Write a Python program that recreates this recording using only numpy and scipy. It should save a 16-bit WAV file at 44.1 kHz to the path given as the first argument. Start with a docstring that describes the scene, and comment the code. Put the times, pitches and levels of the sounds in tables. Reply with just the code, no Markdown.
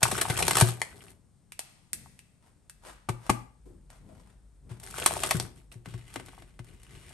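"""Frozen prawns on a kitchen counter

A bag of frozen prawns is swung down: bursts of noise crackle as film, falling tones clack and thud as the load.
Filtered clicks shut a freezer further off, and a cardboard box slaps down with short damped tones.
The bag is turned, then scissors rasp and bite at its top. Quiet air, footsteps and a low drone lie behind.
Two microphone ports close above the counter hear it all in a small kitchen built from decaying noise.
"""
import sys
import numpy as np
from scipy import signal
from scipy.fft import rfft, irfft, next_fast_len
from scipy.io import wavfile

SR = 44100
rng = np.random.default_rng(int(sys.argv[2]) if len(sys.argv) > 2 else 0)


def output_pcm(signal):
    """Save a mono or channel-first signal as 16-bit PCM at the path in sys.argv[1].

    Samples are clipped to [-1, 1] before scaling.
    """
    pcm = np.clip(np.atleast_2d(signal).T, -1, 1) * 32767
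    wavfile.write(sys.argv[1], SR, np.round(pcm).astype(np.int16))


N = 314433
TIME = np.arange(N) / SR  # seconds through the whole scene
AGE = np.arange(8192) / SR  # seconds since a single blow; each blow lasts at most 0.19 s

# The hands swing, lower, settle, grip, turn and nudge the bag. Each row: start in seconds (never before 0),
# attack in seconds, hold in seconds, relative level in dB.
BAG_MOVES = [(-.04, 0.023, 0.38, -35.5), (.36, 0.027, 0.3, -33.5), (.68, 0.071, 0.35, -55.5),
             (4.79, 0.043, 0.12, -49.5), (4.86, 0.14, 0.36, -37), (5.39, 0.019, 0.057, -49.5),
             (5.52, 0.052, 0.022, -60), (5.715, 0.002, 0.0037, -51)]


def handling():
    """The effort of the hands on the bag, which drives its crinkling and the counter's rumble."""
    return gestures(BAG_MOVES, release_s=0.16)


# The film buckling. Each row: time in seconds, relative level in dB, swell time in seconds,
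# pitch of the ringing patch in Hz.
FILM_BUCKLES = [(0.028, -13.5, 0.0024, 1040), (0.1125, -24.5, 0.0028, 652), (0.1746, -28.5, 0.0056, 1543),
                (0.2111, -20, 0.0025, 1630), (0.296, -25, 0.004, 2039), (0.3872, -27.5, 0.0024, 1309),
                (0.4231, -23, 0.0025, 2917), (0.4795, -19, 0.0014, 1000), (0.5078, -21.5, 0.0018, 1642),
                (0.552, -21.5, 0.0022, 1570), (0.5676, -18.5, 0.002, 1112), (0.581, -21.5, 0.003, 1206),
                (0.6091, -15, 0.0022, 927), (0.6214, -28.5, 0.0012, 1800), (0.8164, -26, 0.00089, 2460),
                (4.982, -32.5, 0.001, 1494), (5.0598, -14.5, 0.0018, 1200), (5.2337, -23, 0.0019, 2790),
                (5.242, -31, 0.0047, 1160), (5.308, -20, 0.0018, 2280), (5.3987, -26.5, 0.00057, 4170)]
# Small sharp creases of the film. Each row: time in seconds, relative level in dB.
FILM_CREASES = [(0.6, -22), (0.678, -36.5), (0.695, -38.5), (1.0737, -66), (4.798, -50.5), (4.835, -46.5),
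                (4.908, -44), (6.139, -45.5), (6.2598, -52), (6.644, -58.5), (6.831, -54.5), (7.091, -54)]
# Colour of the fine crinkling. Each row: frequency in Hz, relative level in dB.
CRINKLE_COLOUR = [(100, -13.5), (400, 3.5), (1100, -0.5), (5000, -5), (16000, -5.5)]
# Pitches at which the larger folds pop. Each entry: frequency in Hz.
FOLD_PITCHES = (750, 1400, 2600)


def bag(flex):
    """Film buckles and creases suddenly over fine crinkling and pitched pops of folds; prawns knock inside."""
    buckles = []
    flurry_moves = []
    for s, db, swell, hz in FILM_BUCKLES:
        tilt = 0.056 + 0.2164 * (db + 15)  # dB per octave: a harder buckle is brighter
        buckles.append((s, db, swell, tilt, hz))
        flurry_moves.append((s, swell, swell, db - 19))  # each buckle sets off fine crinkling
    flurries = gestures(flurry_moves, release_s=0.19)
    creases = [(s, db, 0.0015, 0.66, 8500) for s, db in FILM_CREASES]  # swell s, tilt dB per octave, body Hz

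    # hiss is the smooth rubbing of the film beside its crackle
    fine = crackle(CRINKLE_COLOUR, rate=480, spread_db=4, grain_s=0.0004, hiss=0.25, apart=1.0)
    folds = 0
    for hz in FOLD_PITCHES:
        pop_colour = [(hz / 2, -20), (hz, 0), (2 * hz, -20), (8 * hz, -40)]
        folds = folds + crackle(pop_colour, rate=60, spread_db=3.5, grain_s=0.0006, hiss=0, apart=1.0)
    crinkling = (undb(-4) * fine + undb(-12.5) * folds) * np.hypot(flex, flurries)

    buckling = cracks(buckles, body_db=6, body_octaves=0.55, apart=0.25)
    creasing = cracks(creases, body_db=0.5, body_octaves=0.5, apart=0.5, even=True)
    return buckling + creasing + crinkling + prawns(sag_s=0.0045, cycles=1.1)


# Prawns knocking on the counter through the bag. Each row: time in seconds, relative level in dB,
# nominal pitch in Hz (the clack starts above it and falls through it).
PRAWN_KNOCKS = [(.054, -10, 926), (.0618, -15, 1020), (.126, -26, 610), (.2535, -16, 850), (.6125, -6, 729),
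                (2.06, -39, 847), (5.019, -23.5, 610), (5.109, -17.5, 710), (5.167, -18, 686),
                (5.316, -16.5, 720), (6.333, -39.5, 840), (6.379, -36.5, 800), (7.108, -41.5, 670)]


def prawns(sag_s, cycles):
    """A clack of a few cycles whose pitch falls, as the high bending waves of the slab arrive first."""
    out = np.zeros((2, N))
    for s, db, hz in PRAWN_KNOCKS:
        turns = np.sqrt(2) * hz * sag_s * np.log(1 + AGE / sag_s)
        phase = 0.5 * rng.standard_normal((2, 1))  # radians, different at each port
        envelope = (1 - np.exp(-turns)) * np.exp(-turns / cycles)
        add(out, s, 2 * undb(db) * np.sin(2 * np.pi * turns + phase) * envelope)
    return out


# Strokes of the blades along the film. Each row: start in seconds, attack in seconds, hold in seconds,
# relative level in dB.
BLADE_STROKES = [(5.845, 0.0078, 0.077, -57), (6.03, 0.074, 0.037, -58), (6.25, 0.015, 0.11, -64),
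                 (6.63, 0.04, 0.065, -63), (6.8, 0.12, 0.22, -57)]


def cutting():
    """The effort of the blades, which drives their rasp and the counter's rumble."""
    return gestures(BLADE_STROKES, release_s=0.95)


# Blades biting through the film. Each row: time in seconds, relative level in dB.
BITES = [(5.857, -43), (5.938, -46.5), (6.158, -32), (6.197, -42), (6.283, -48), (6.421, -50), (6.591, -45)]
# Colour of the rasp. Each row: frequency in Hz, relative level in dB.
RASP_COLOUR = [(100, 2.5), (500, -1), (2300, 1.5), (5000, -6.5), (16000, -12)]
# Resonances of the blades against the taut film. Each row: frequency in Hz, boost in dB.
BLADE_RESONANCES = [(1530, 0.95), (2080, 5), (2500, 2.6), (2920, 5.3)]


def scissors(shear):
    """Blades scrape along the film and bite it in steps; their resonances colour both sounds."""
    pitches = 1920 * 2 ** rng.uniform(-0.26, 0.42, len(BITES))  # Hz, a different patch for each bite
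    bites = [(s, db, 0.0015, -4.5, hz) for (s, db), hz in zip(BITES, pitches)]  # swell s, tilt dB per octave
    rasp = crackle(RASP_COLOUR, rate=300, spread_db=3, grain_s=0.001, hiss=0.65, apart=0.74)
    scrape = rasp * shear * undb(0.79 * walk(24))
    cut = cracks(bites, body_db=2.5, body_octaves=1.0, apart=0.32, even=True) + scrape

    def blades(hz):
        width_hz = 120
        return sum(db / (1 + (2 * (hz - centre) / width_hz) ** 2) for centre, db in BLADE_RESONANCES)

    return colour(cut, [(1920, -2)], blades)  # a single point is the same at all frequencies


# Weight landing on the counter and bumps against it. Each row: time in seconds, relative level in dB,
# settled pitch in Hz.
COUNTER_THUDS = [(0.03, -27, 123), (0.125, -29, 211), (0.3, -23, 132), (0.6225, -11.5, 127),
                 (3.096, -24.5, 131), (3.298, -21.5, 188), (4.712, -35.5, 116), (5.347, -21, 155),
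                 (5.757, -41, 118.5), (5.875, -38, 143), (5.943, -32.5, 114), (6.598, -38.5, 122)]
# Ringing of the counter slab. Each row: frequency in Hz, time to fall by 60 dB in seconds (before the
# fade at 0.19 s), relative level in dB.
SLAB_RINGING = [(119, 0.41, -13.5), (361, 0.19, -23.5)]
# Colour of low rumbling, in the counter and the floor. Each row: frequency in Hz, relative level in dB.
RUMBLE_COLOUR = [(30, -12), (70, 0.5), (135, 1.5), (450, -17), (4000, -50)]


def counter(effort):
    """Heavy contacts sink in pitch as they settle and ring the slab; work on the slab makes it rumble."""
    out = np.zeros((2, N))
    # each bite also knocks the bag against the counter, a little later and softer, at 258.6 Hz
    bite_knocks = [(s + 0.00617, db - 5, 258.6) for s, db in BITES]
    for s, db, hz in list(COUNTER_THUDS) + bite_knocks:
        pitch = hz * (1 + 0.51 * np.exp(-AGE / 0.0022))
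        contact = np.sin(2 * np.pi * np.cumsum(pitch) / SR) * fade(0.064)
        envelope = (1 - np.exp(-AGE / 0.0023)) * (1 - (AGE / AGE[-1]) ** 2)
        add(out, s, undb(db + 6.0) * envelope * (contact + ring(SLAB_RINGING, scatter=0.087)))

    lag_s, growth = 0.042, 0.61  # smoothing time of the rumble, dB of rumble per dB of effort
    keep = np.exp(-1 / (lag_s * SR))
    smooth_effort = signal.lfilter([1 - keep], [1, -keep], effort)
    rumble_level = undb(-22) * smooth_effort ** growth
    unsteady = undb(4 * np.tanh(walk(15)))
    return out + rumble_level * unit(colour(pair(N, 0.35), RUMBLE_COLOUR)) * unsteady


# The box touching down, edge first and then flat. Each row: time in seconds, relative level in dB.
BOX_LANDINGS = [(3.0879, -29.5), (3.295, -20)]
# Panels and hollow of the box. Each row: frequency in Hz, time to fall by 60 dB in seconds,
# relative level in dB.
BOX_RINGING = [(238, 0.048, -1.5), (857, 0.049, 0), (1158, 0.041, 1)]
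# Colour of a cardboard slap. Each row: frequency in Hz, relative level in dB.
SLAP_COLOUR = [(100, 6.5), (600, 8), (1200, 9), (1700, -3), (2300, 4), (3200, -6.5), (16000, -11)]


def box():
    """Dead cardboard slaps down in a few quick contacts; its panels and hollow ring briefly."""
    out = np.zeros((2, N))
    for s, db in BOX_LANDINGS:
        for lag_s, contact_db in ((0, -4), (0.004, 0), (0.009, -17)):
            slap = colour(burst(0.0012, apart=0.81, even=True), SLAP_COLOUR)
            add(out, s + lag_s, undb(db + contact_db) * slap)
        add(out, s, undb(db) * ring(BOX_RINGING, scatter=0.34) * (1 - AGE / AGE[-1]))
    return out


# Latches and things handled further off. Each row: time in seconds, relative level in dB,
# tilt in dB per octave, body pitch in Hz.
LATCH_CLICKS = [(1.5207, -44.5, 0.4, 2470), (1.592, -32.5, 0.55, 750), (1.9313, -35.5, 5, 1912),
                (2.1908, -51.5, 0.5, 2430), (2.6965, -48.5, 2.5, 1620), (3.9022, -52.5, -1, 799)]
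# A faint ring after each click. Each row: frequency in Hz, time to fall by 60 dB in seconds (before the
# fade at 0.19 s), relative level in dB.
CLICK_RINGING = [(2625, 0.13, -17.5)]
# Things sliding, rustling and being picked up, away from the bag. Each row: start in seconds,
# attack in seconds, hold in seconds, relative level in dB.
SLIDING_MOVES = [(2.39, 0.045, 0.046, -64.5), (2.8, 0.074, 0.013, -44), (3.14, 0.12, 0.0075, -50),
                 (3.89, 0.014, 0.052, -57.5), (4.03, 0.07, 0.21, -66), (4.692, 0.0015, 0.02, -51.5)]
# Colour of the sliding. Each row: frequency in Hz, relative level in dB.
SLIDING_COLOUR = [(100, -6.5), (850, 0.5), (1800, -6.5), (4000, -14), (16000, -22.5)]
# Dull bumps and low rubs. Each row: time in seconds, relative level in dB, time to fall by 60 dB in
# seconds (before the fade that ends each one at 0.19 s), pitch in Hz.
DULL_BUMPS = [(0.94, -58.5, 1.9, 410), (3.656, -47, 0.7, 349.6), (4.09, -61, 2.4, 642)]
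# Hollow colour of a bump or rub. Each row: frequency as a ratio to its pitch, relative level in dB.
BUMP_COLOUR = [(.4, -34), (1, 12), (1.6, -16), (8, -37.5)]


def freezer_and_handled_things():
    """Hard plastic clicks with a faint ring, grainy sliding and rustling, dull bumps and low rubs."""
    clicks = [(s, db, 0.00057, tilt, hz) for s, db, tilt, hz in LATCH_CLICKS]  # third column: swell s
    slide = crackle(SLIDING_COLOUR, rate=300, spread_db=4.5, grain_s=0.00097, hiss=0.83, apart=1.0)
    out = cracks(clicks, body_db=9.5, body_octaves=0.38, apart=0.59, even=True)
    out += undb(-2.5) * slide * gestures(SLIDING_MOVES, release_s=0.28)

    to_silence = 1 - AGE / AGE[-1]
    for s, db, tilt, hz in LATCH_CLICKS:
        add(out, s, undb(db) * ring(CLICK_RINGING, scatter=1) * to_silence)
    for s, db, t60, pitch in DULL_BUMPS:
        points = [(ratio * pitch, level) for ratio, level in BUMP_COLOUR]
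        hollow = unit(colour(pair(len(AGE), apart=0.93), points))
        add(out, s, undb(db) * hollow * fade(t60) * to_silence)
    return out


# Someone moving about on the floor. Each row: start in seconds, attack in seconds, hold in seconds,
# relative level in dB.
FOOTFALLS = [(1.91, 0.026, 0.046, -54), (3.64, 0.037, 0.021, -54.5), (3.95, 0.11, 0.075, -52),
             (4.58, 0.097, 0.072, -53)]


def steps():
    """Someone moves about; each footfall is a swell of low noise, as if through the floor."""
    return gestures(FOOTFALLS, release_s=0.95) * unit(colour(pair(N, 0.36), RUMBLE_COLOUR))


# Colour of the still air. Each row: frequency in Hz, relative level in dB.
AIR_COLOUR = [(50, -3.5), (150, -5), (350, -21), (3000, -38.5), (9000, -38), (16000, -54)]


def background():
    """Steady noise is the kitchen air; a low, unsteady drone of band noise comes in once the freezer is shut."""
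    air = undb(-62.5) * unit(colour(pair(N, 0.79), AIR_COLOUR))
    band = signal.butter(2, [40, 56], "band", fs=SR, output="sos")
    drone = unit(signal.sosfilt(band, rng.standard_normal(N)))
    drone_start_s, drone_attack_s = 2.7, 0.13
    entry = np.clip((TIME - drone_start_s) / drone_attack_s, 0, 1)
    return air + undb(-57) * drone * entry


def kitchen(x, early_db, late_db, t60_low, t60_high, thin_hz):
    """Quick reflections off counter and cupboards, then a tail that dulls as it dies; weak below thin_hz."""
    t = np.arange(SR) / SR
    early = unit(pair(SR, 3) * np.exp(-t / 0.013) * (t > 0.002))
    noise = rng.standard_normal((2, SR))
    low = signal.sosfilt(signal.butter(1, 3000, fs=SR, output="sos"), noise)
    high = noise - low
    tail = low * undb(-60 * t / t60_low) + high * undb(-60 * t / t60_high)
    late = unit(tail * (1 - np.exp(-t / 0.021)))
    thin = signal.butter(1, thin_hz, "high", fs=SR, output="sos")
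    response = signal.sosfilt(thin, undb(early_db) * early + undb(late_db) * late)
    return x + signal.fftconvolve(x, response / np.sqrt(SR), axes=1)[:, :N]


def gestures(table, release_s):
    """Effort over time: each move swells, holds, then falls by 60 dB in release_s."""
    effort = np.zeros((1, N))
    for start, attack, hold, db in table:
        t = TIME[:int((attack + hold + release_s) * SR)]
        rise = np.clip(t / attack, 0, 1) ** 2
        fall = np.exp(-np.log(1000) * np.maximum(t - attack - hold, 0) / release_s)
        add(effort, start, undb(db) * rise * fall)
    return effort[0]


# Basic colour of a crack, before its tilt and body. Each row: frequency in Hz, relative level in dB.
CRACK_COLOUR = [(60, -32), (250, -5.5), (750, 0.5), (16000, -5)]


def cracks(table, body_db, body_octaves, apart, even=False):
    """Each crack has its own length and tilt, and rings the patch of material around it."""
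    out = np.zeros((2, N))
    for s, db, swell, tilt, body_hz in table:
        def body(hz):
            bump = body_db * np.exp(-(np.log2(hz / body_hz) / body_octaves) ** 2)
            return bump + tilt * np.log2(np.clip(hz, 400, 13000) / 3000)

        add(out, s, undb(db) * colour(burst(swell, apart, even), CRACK_COLOUR, body))
    return out


def burst(swell, apart, even=False):
    """Tiny slips swell and die, with a smooth spectrum if even; energy equals 10 ms at rms 1."""
    x = pair(len(AGE), apart) * (AGE / swell) ** 2 * np.exp(-np.sqrt(2) * AGE / swell)
    if even:  # keep only the phases, so that every frequency is equally strong
        x = irfft(np.exp(1j * np.angle(rfft(x)))) * (1 - AGE / AGE[-1]) ** 2
    energy = np.mean(np.sum(x ** 2, axis=1))
    return x / np.sqrt(energy / (SR / 100))


def crackle(spectrum, rate, spread_db, grain_s, hiss, apart):
    """Many small slips (rate per second) of very unequal size over a smooth rub; rms 1."""
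    size = undb(spread_db * np.minimum(rng.exponential(size=N), 4))
    slips = (rng.random(N) < rate / SR) * size ** 2
    power = signal.lfilter([1], [1, -np.exp(-1 / (grain_s * SR))], slips)
    envelope = np.sqrt(power / power.mean() + hiss ** 2)
    return unit(colour(pair(N, apart) * envelope, spectrum))


def ring(modes, scatter):
    """Damped modes, each reaching the two ports with its own phase."""
    out = 0
    for hz, t60, db in modes:
        phase = scatter * rng.standard_normal((2, 1))
        out = out + undb(db) * fade(t60) * np.sin(2 * np.pi * hz * AGE + phase)
    return out


def fade(t60):
    """Exponential decay of a blow, by 60 dB in t60 seconds."""
    return np.exp(-np.log(1000) * AGE / t60)


def pair(size, apart):
    """Noise at two ports: a shared part and a part that each hears alone."""
    noise = rng.standard_normal((3, size))
    return (noise[0] + apart * noise[1:]) / np.hypot(1, apart)


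def walk(rate):
    """Slow random wander with a spread near 1, taking a new value rate times a second."""
    return 1.2 * np.interp(TIME * rate, np.arange(4000), rng.standard_normal(4000))


def colour(x, points, extra=lambda hz: 0):
    """Causal filter whose gain follows (Hz, dB) points plus an optional dB function."""
    size = 2 * next_fast_len(x.shape[-1])
    hz = np.fft.rfftfreq(size, 1 / SR) + 1e-3
    # folding the cepstrum forward in time gives the minimum-phase filter
    cepstrum = irfft(np.log(undb(on_log_axis(points, hz) + extra(hz))))
    cepstrum[1:size // 2] *= 2
    cepstrum[size // 2 + 1:] = 0
    return irfft(rfft(x, size) * np.exp(rfft(cepstrum)))[..., :x.shape[-1]]


def on_log_axis(points, hz):
    """Read (Hz, value) points at any frequency."""
    f, value = np.transpose(points)
    return np.interp(np.log(hz + 1e-3), np.log(f), value)


def undb(db):
    """Decibels to gain."""
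    return 10 ** (np.asarray(db) / 20)


def unit(x):
    """Scale to rms 1."""
    return x / np.sqrt(np.mean(x ** 2))


def add(out, s, sound):
    """Mix a sound in at time s."""
    start = max(int(s * SR), 0)
    out[:, start:start + sound.shape[-1]] += sound[..., :N - start]


def scene():
    """The counter sounds are close; the clicks, sliding, bumps and rubs get a thinner, more echoing room."""
    flex, shear = handling(), cutting()
    on_counter = bag(flex) + scissors(shear) + box() + counter(flex + undb(2) * shear)
    near = kitchen(on_counter, early_db=-4.0, late_db=-13.5, t60_low=0.37, t60_high=0.3, thin_hz=200)
    handled = freezer_and_handled_things()
    far = kitchen(handled, early_db=-1.5, late_db=-8.5, t60_low=0.88, t60_high=0.3, thin_hz=1700)
    return near + far + steps() + background()


# Overall colour of the sound: boosted treble, then a steep fall above 12 kHz.
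# Each row: frequency in Hz, gain in dB.
OVERALL_COLOUR = [(20, -10.5), (45, 0), (6500, 0.5), (8300, 8), (9600, 9), (11300, 8.5), (12300, -3),
                  (13300, -21), (16000, -26.5)]
# Level balance of the two ports. Each row: frequency in Hz, left minus right in dB.
LEFT_OVER_RIGHT = [(60, 1.4), (200, 8.2), (2500, 1.6), (6500, 4.9), (8200, 0.65)]
# Phase between the two ports. Each row: frequency in Hz, lead of the left in radians.
LEFT_LEAD = [(4000, 0), (7800, 1.15), (8800, 0.78), (10200, -3.5), (11900, -5)]
# How much of their difference the ports keep. Each row: frequency in Hz, gain in dB.
DIFFERENCE_KEPT = [(6000, 0), (8500, -20)]


def record(dry):
    """Two ports share a boosted treble but turn apart in phase; loud peaks are rounded and the top is cut."""
    size = next_fast_len(N + 4096)
    hz = np.fft.rfftfreq(size, 1 / SR)
    half = np.array([[0.5], [-0.5]])  # half of each difference goes to the left, half to the right
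    balance = undb(half * on_log_axis(LEFT_OVER_RIGHT, hz))
    turn = np.exp(1j * half * on_log_axis(LEFT_LEAD, hz))

    sound = rfft(colour(dry, OVERALL_COLOUR), size)
    shared = sound.mean(axis=0)
    narrowed = shared + (sound - shared) * undb(on_log_axis(DIFFERENCE_KEPT, hz))
    heard = irfft(narrowed * balance * turn, size)[:, :N]

    rounded = heard / (1 + heard ** 4) ** (1 / 4)
    top_cut = signal.ellip(8, 0.2, 70, 16400, fs=SR, output="sos")  # cut above 16400 Hz
    return signal.sosfilt(top_cut, rounded)


dry = scene()
out = record(dry)
output_pcm(out)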